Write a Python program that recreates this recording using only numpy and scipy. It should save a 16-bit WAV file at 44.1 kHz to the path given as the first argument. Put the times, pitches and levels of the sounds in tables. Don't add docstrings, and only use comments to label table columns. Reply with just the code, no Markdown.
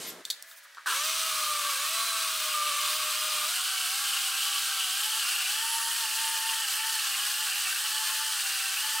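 import sys
import numpy as np
from scipy import signal
from scipy.fft import rfft, irfft
from scipy.io import wavfile

SR = 44100
rng = np.random.default_rng(int(sys.argv[2]) if len(sys.argv) > 2 else 0)


def wav_record(signal):
    frames = np.transpose(np.atleast_2d(signal))
    bounded = np.clip(frames, -1, 1)
    quanta = np.round(bounded * 32767).astype(np.int16)
    wavfile.write(sys.argv[1], SR, quanta)


N = 396900
T = np.arange(N) / SR
HZ = np.fft.rfftfreq(N, 1 / SR)

# freq_hz, gain_db
ROOM_EQ = [(30, -39), (190, -30), (400, -16), (650, -9), (920, -4), (1300, 1), (1650, 8.5), (2500, 0),
           (4400, -2.5), (6400, -6), (9000, -8.5), (15500, -17)]
# pitch_hz, level_db
ROOM_HUM = [(576, -80), (662, -76.5), (1599, -87), (1981, -72)]
# start_s, length_s, rub_db, swish_db, release_s
STROKES = [(0, .1, -48, -41, 0.02), (0.115, 0.1, -50.5, -58, 0.0051), (0.248, 0.038, -68, -54.5, 0.14)]
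# freq_hz, gain_db
RUB_EQ = [(24, -80), (40, -53), (167, -11), (231, -13), (432, -4), (795, -15), (870, -14), (1400, -15),
          (1820, -58), (3080, -120)]
# freq_hz, gain_db
SWISH_EQ = [(530, -45), (900, -26), (1950, -10), (2310, -13), (3420, -8), (9510, -11.5), (13100, -17),
            (15500, -28)]
# start_s, length_s, level_db
TOUCHES = [(0.452, .11, -52.5), (0.554, .05, -52), (.62, 0.043, -56)]
# start_s, level_db, ring_db
CLICKS = [(0.2524, -22.5, 2), (0.3017, -17.5, 2.5), (0.3050, -17.5, 2.5), (0.3100, -28, 11),
          (0.329, -43, 13), (0.4045, -42, -12), (0.425, -19.5, -29), (0.5138, -40, 3), (0.7483, -39, -2)]
# pitch_hz, level_db, t60_s
KNOB_MODES = [(3520, -3, .014), (3740, 5, 0.023), (4220, 1.5, 0.016), (4460, 2, 0.012), (4600, -3, 0.016),
              (6000, -2, 0.013), (6600, -4, .015), (7546, -7, .024), (11900, -15, .012)]
# start_s, level_db, decay_s
JOLTS = [(0.514, -52, 0.016), (0.649, -51, .01), (0.77, -36.5, 0.0044), (0.777, -42, 0.025),
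         (0.859, -27.5, 0.077), (0.923, -33, 0.011)]
# pitch_hz, width_hz, low_step_db, high_step_db
JAR_MODES = [(1134, 32, 5, -1), (1197, 44, 3, -2), (1367, 145, -0.5, 3.5), (1574, 57, -4.5, -1.5)]
# time_s, level_db
RATTLE_LEVELS = [(0.96, -48), (2.0, -39.5), (2.6, -45.5), (3.0, -43), (3.4, -45), (3.7, -43), (5.0, -44),
                 (5.8, -49.5), (7.2, -46.5), (9.0, -45)]
# time_s, pitch_hz
MOTOR_PITCH = [(0.92, 638.7), (1.12, 660), (1.19, 632), (1.27, 652), (1.38, 599), (1.6, 580), (1.92, 680),
               (2.12, 665), (2.4, 615), (2.56, 592), (2.95, 622), (3.08, 598), (3.2, 630), (3.3, 598),
               (3.45, 601), (3.47, 788), (3.82, 766), (3.92, 845), (4.27, 767), (4.42, 822), (4.86, 748),
               (5.01, 880), (5.86, 912.6), (6.2, 908), (6.5, 912), (6.85, 903), (7.2, 882), (8.18, 877),
               (8.84, 892)]
# start_s, length_s, drag_share
BITES = [(1.686, 0.085, 0.201), (2.683, 0.04, 0.085), (3.812, 0.061, 0.134), (5.181, 0.1, 0.25),
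         (5.377, 0.07, 0.28), (6.025, 0.07, 0.105), (6.324, 0.07, 0.055), (6.607, 0.095, 0.17),
         (6.953, 0.23, 0.1), (7.206, 0.139, 0.052), (7.441, 0.075, 0.22), (7.613, 0.074, 0.23),
         (8.317, 0.425, 0.124)]
# centre_hz, width_hz, lift_db
LIFTS = [(620, 100, 5), (899.6, 60, 14), (1161, 77, 7), (1208, 22, 3.5), (1300, 75, 4.5), (1570, 11.3, 7.5),
         (1790, 160, 4)]
# start_s, length_s, lift_db
HOWLS = [(.95, 0.085, 7.5), (1.148, 0.23, 4.5), (1.34, 0.4, 9.5), (1.78, 0.052, 4), (1.92, 0.35, 0.5),
         (2.53, 0.18, 13.5), (2.755, 0.052, 6)]
# multiple, level_db, rough_share
LOW_OVERTONES = [(3, -58, 0.34), (4, -57, 0.45), (5, -65, 1), (12, -57, .8)]
# multiple, level_db, rough_share
HIGH_OVERTONES = [(3, -61, .7), (6, -59, .9), (10, -60, .9), (12, -58, .8), (14, -56, .8), (15, -60, .8),
                  (16, -57.5, .8)]
# multiple, centre_hz, width_hz, level_db, rough_share
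WHISTLES = [(3, 1590, 130, -45, .15), (6, 3990, 150, -36.5, .3), (8, 4930, 200, -43.5, .8),
            (12, 10860, 200, -38, .7), (14, 11450, 500, -54, .8), (14, 12780, 350, -51, .85),
            (16, 13300, 800, -49.5, .8), (24, 14900, 1200, -46.5, 1)]
# freq_hz, gain_db
LOW_RUSH_EQ = [(30, -24), (130, -28), (400, -21), (740, -15), (960, -7.5), (1180, 3.5), (1850, -6),
               (2400, 1.5), (4100, 3), (5300, -1.5), (6200, -1), (7100, -3), (8300, 1), (10500, -4),
               (15500, -9.5)]
# freq_hz, gain_db
HIGH_RUSH_EQ = [(30, -47), (170, -34), (450, -24.5), (750, -14), (970, -9.5), (1130, -5), (1500, -0.5),
                (1950, -5.5), (2350, -2), (2800, 1.5), (3700, 2), (4150, 3), (4650, 3), (5500, -0.5),
                (7100, -1), (8200, 2.5), (8850, 0), (9500, 1), (10200, -3.5), (15500, -8)]
# freq_hz, gain_db
GULP_EQ = [(1850, -43), (2020, 8), (2350, -5.5), (2750, -7), (3250, -17), (3600, -11), (3900, -4),
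           (4300, -28)]
# time_s, level_db
SHEAR_LEVELS = [(1.2, -42.5), (1.6, -52), (2.1, -68), (2.35, -42.5), (3.45, -41), (3.6, -38.5),
                (4.0, -38.5), (4.5, -35.5), (5.0, -37), (5.4, -36.5), (5.8, -38.5), (7.35, -39),
                (7.5, -35.5), (7.7, -39.5), (9.0, -39)]
# freq_hz, side_gain_db
WIDTH_EQ = [(60, -33), (380, -76), (700, -23), (1300, -42.5), (2400, -14), (4400, -13.5), (8100, -16.5),
            (15000, -19.5)]

START_S, STEP_S, FLOW_S = 0.859, 3.5, 4.87
INERTIA_S = .073


def amp(db):
    return 10 ** (np.asarray(db) / 20)


def unit(x):
    return x / np.sqrt(np.mean(abs(x) ** 2) + 1e-20)


def curve(points):
    return np.interp(T, *np.transpose(points))


def fade_in(start_s, length_s):
    return np.clip((T - start_s) / length_s, 0, 1)


def arch(start_s, length_s):
    return np.sin(np.pi * fade_in(start_s, length_s))


def lag(x, seconds):
    pole = np.exp(-1 / (seconds * SR))
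    return signal.lfilter([1 - pole], [1, -pole], x)


def eq(x, points):
    hz, db = np.transpose(points)
    gain = amp(np.interp(np.log(HZ + 1), np.log(hz + 1), db))
    return irfft(rfft(x) * gain, N)


def noise():
    return rng.standard_normal(N)


def drift(rate_hz):
    return unit(irfft(rfft(noise()) / (1 + (HZ / rate_hz) ** 4), N))


def impacts(per_s, spread_db):
    size = amp(spread_db * np.minimum(rng.exponential(1, N), 4))
    return unit(size * np.sign(noise()) * (rng.random(N) < per_s / SR))


def phasor(hz):
    return np.exp(2j * np.pi * np.cumsum(hz * np.ones(N)) / SR)


def tone(turn, rough, blur_hz):
    blur = unit(drift(blur_hz) + 1j * drift(blur_hz))
    return unit((turn * (np.sqrt(1 - rough) + np.sqrt(rough) * blur)).real)


def resonate(x, hz, width_hz):
    turn = phasor(hz)
    ring = x / turn
    for stage_hz in (width_hz, 3 * width_hz, 5 * width_hz):
        ring = lag(ring, 1 / (np.pi * stage_hz))
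    return unit((ring * turn).real)


def nearness(hz, centre_hz, width_hz):
    return 1 / (1 + (2 * (hz - centre_hz) / width_hz) ** 2)


def hand():
    rub = swish = 0
    for start, length, rub_db, swish_db, release in STROKES:
        stroke = fade_in(start, 0.0015) * np.exp(-np.maximum(T - start - length, 0) / release)
        rub += amp(rub_db) * stroke
        swish += amp(swish_db) * stroke
    rub *= unit(eq(noise(), RUB_EQ))
    swish *= unit(eq(noise() + .5 * impacts(per_s=920, spread_db=0), SWISH_EQ))
    grip = arch(0.062, .046)
    squeak_hz = 12200 * (1 + .075 * grip)
    squeak = amp(-40) * grip * tone(phasor(squeak_hz), rough=.3, blur_hz=150)
    touch = sum(amp(db) * arch(start, length) for start, length, db in TOUCHES)
    hiss = unit(eq(noise(), [(500, -29), (6000, -4), (13500, -2), (16000, -2), (18000, -30)]))
    return rub + swish + squeak + touch * hiss


def room_tone():
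    air = amp(-54.5) * unit(eq(noise(), ROOM_EQ))
    return air + sum(amp(db) * tone(phasor(hz), rough=0.3, blur_hz=7) for hz, db in ROOM_HUM)


def knob():
    t = T[:SR // 5]
    clicks = np.zeros(N)
    for start, db, ring_db in CLICKS:
        ring = 0
        for hz, mode_db, t60 in KNOB_MODES:
            gripped_hz = hz * (1 + .02 * rng.uniform(-1.1, 1))
            ring += amp(mode_db - 60 * t / t60) * np.sin(2 * np.pi * gripped_hz * t)
        snap = np.exp(-t / .0008)
        chatter = amp(ring_db - 15) * np.exp(-t / 0.012)
        crack = np.sign(rng.standard_normal(len(t))) * (snap + chatter)
        clicks[round(start * SR):][:len(t)] += amp(db) * (amp(-8.5) * crack + amp(ring_db - 16.5) * ring)
    return eq(clicks, [(200, -32), (1200, -8), (2700, -12), (3500, 2), (8000, 3.5), (15000, -1)])


def jar(high, sag):
    chatter = impacts(per_s=900, spread_db=4)
    ring = 0
    for hz, width, low_db, high_db in JAR_MODES:
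        sloshed_hz = hz * (1 + .022 * high * drift(5))
        ring += amp((1 - high) * low_db + high * high_db) * resonate(chatter, sloshed_hz, width)
    rattle_db = curve(RATTLE_LEVELS) + 11 * sag + 1.65 * drift(7.8)
    rattle = amp(rattle_db) * unit(ring) * fade_in(START_S, .003)
    jolts = sum(amp(db) * fade_in(start, 0.0013) * np.exp(-abs(T - start) / decay)
                for start, db, decay in JOLTS)
    body = eq(noise(), [(200, -36), (750, -19), (1100, 0), (1350, 4), (1700, 1),
                        (2200, -25), (4000, -16), (15000, -52)])
    return rattle + jolts * unit(body)


def rotor(high):
    onset_hz = 200
    drag = sum(share * ((T >= start) & (T < start + length)) for start, length, share in BITES)
    drive_hz = (curve(MOTOR_PITCH) * (1 - drag) - onset_hz) * (T >= START_S)
    hz = onset_hz + lag(drive_hz, INERTIA_S)
    small_lumps = rng.random(N) < 13 / SR
    jogs = .0075 * unit(lag(lag(small_lumps - small_lumps.mean(), .01), INERTIA_S))
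    return hz * (1 - .5 * (1 + high) * jogs), lag(drag, INERTIA_S)


def whine(turn, hz, high):
    lift_db = sum(db * nearness(hz, centre, width) for centre, width, db in LIFTS)
    flutter_db = 2 * high * drift(16)
    fundamental = amp(-56 + lift_db + flutter_db) * tone(turn, rough=0.11, blur_hz=25.8)
    howl_db = sum(db * np.sqrt(abs(arch(start, length))) for start, length, db in HOWLS)
    low_octave = amp(-51 + howl_db + 2 * drift(16)) * tone(turn ** 2, rough=0.06, blur_hz=25)
    high_octave = amp(-50) * tone(turn ** 2, rough=0.5, blur_hz=50)
    octave_lift_db = sum(db * nearness(2 * hz, centre, width) for centre, width, db in LIFTS)
    overtones = amp(octave_lift_db) * ((1 - high) * low_octave + high * high_octave)
    pickup = np.clip(np.gradient(hz) * SR / 350, -1, 1)
    pickup_db = ((1 - high) * 8.5 + high * 4.5) * pickup
    for share, partials in ((1 - high, LOW_OVERTONES), (high, HIGH_OVERTONES)):
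        for multiple, db, rough in partials:
            gain = share * amp(db + pickup_db + 2.5 * drift(8.5))
            overtones += gain * tone(turn ** multiple, rough, blur_hz=8 * multiple)
    choke_db = 11 * high * np.minimum(pickup, 0)
    for multiple, centre, width, db, rough in WHISTLES:
        gain = amp(db + choke_db) * nearness(multiple * hz, centre, width)
        overtones += gain * tone(turn ** multiple, rough, blur_hz=6.5 * multiple)
    return fundamental * fade_in(START_S, 0.057) + overtones * fade_in(START_S + 0.055, 0.038)


def rush(turn, hz, high):
    hiss = noise() + amp(-2.5) * impacts(per_s=5000, spread_db=2)
    pulse = 1 + 0.3 * (1 - 2 * high) * turn.real
    hiss *= pulse * amp(0.57 * drift(320))
    air = (1 - high) * unit(eq(hiss, LOW_RUSH_EQ)) + high * unit(eq(hiss, HIGH_RUSH_EQ))
    spinning_free = np.clip((hz - 833) / 70, 0, 1)
    gulps = fade_in(FLOW_S, 0.68) * np.clip(0.33 + 0.45 * spinning_free + 0.42 * drift(22), 0, 1)
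    air -= gulps * eq(air, GULP_EQ)
    level_db = -31 + 0.52 * drift(80) + 0.5 * drift(10.7)
    return air * amp(level_db) * np.sqrt(fade_in(START_S, 0.03))


def shear(sag):
    level_db = curve(SHEAR_LEVELS) + 7 * sag + .7 * drift(12)
    grains = impacts(per_s=2500, spread_db=2) * amp(1.7 * drift(50))
    hollow_hz = 2987 * (1 - 0.49 * sag) * (1 + .024 * drift(30))
    hollow = amp(level_db) * resonate(grains, hollow_hz, width_hz=370) * fade_in(START_S, 0.02)
    air_pocket = amp(-46) * resonate(grains, hz=1787, width_hz=210) * fade_in(FLOW_S, .9)
    return hollow + air_pocket


def rumble(high):
    thrum = unit(eq(noise(), [(25, -1), (120, 1), (260, 0), (400, -1), (700, -28), (3000, -70)]))
    return amp(-80.5 + 2.5 * high + 2 * drift(5.1)) * thrum * fade_in(START_S, .01)


def sparks():
    surge = fade_in(START_S + 0.025, 0.044) * (1 - fade_in(1.15, 0.38))
    return amp(-42) * surge * resonate(impacts(per_s=4000, spread_db=5), hz=5940, width_hz=660)


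def echoes(x, t60_s):
    t = T[:SR // 2]
    taps = np.sign(rng.standard_normal(len(t))) * (rng.random(len(t)) < 5000 / SR) * (t > .002)
    taps *= amp(-60 * t / t60_s) + 3 * np.exp(-t / 0.0034)
    return signal.fftconvolve(x, taps / np.linalg.norm(taps))[:N]


def shifting_echoes(x, t60_s):
    sway = 2 * np.pi * T + drift(4)
    return np.cos(sway) * echoes(x, t60_s) + np.sin(sway) * echoes(x, t60_s)


def scene():
    high = fade_in(STEP_S - .04, 0.077)
    hz, sag = rotor(high)
    turn = phasor(hz)
    ambience = hand() + room_tone()
    noises = rush(turn, hz, high) + jar(high, sag) + shear(sag) + sparks() + rumble(high)
    noises += knob() + ambience
    mid = whine(turn, hz, high) + noises + amp(-9.5) * shifting_echoes(noises, t60_s=0.24)
    side = eq(echoes(mid, t60_s=0.33), WIDTH_EQ) + amp(-15) * echoes(ambience, t60_s=0.31)
    return np.array([mid + side, mid - side])


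def record(dry):
    cutoff_hz = 15850
    high_cut = signal.firwin(801, cutoff_hz, window=("kaiser", 9), fs=SR)
    return signal.oaconvolve(dry, high_cut[None], "same")


dry = scene()
out = record(dry)
wav_record(out)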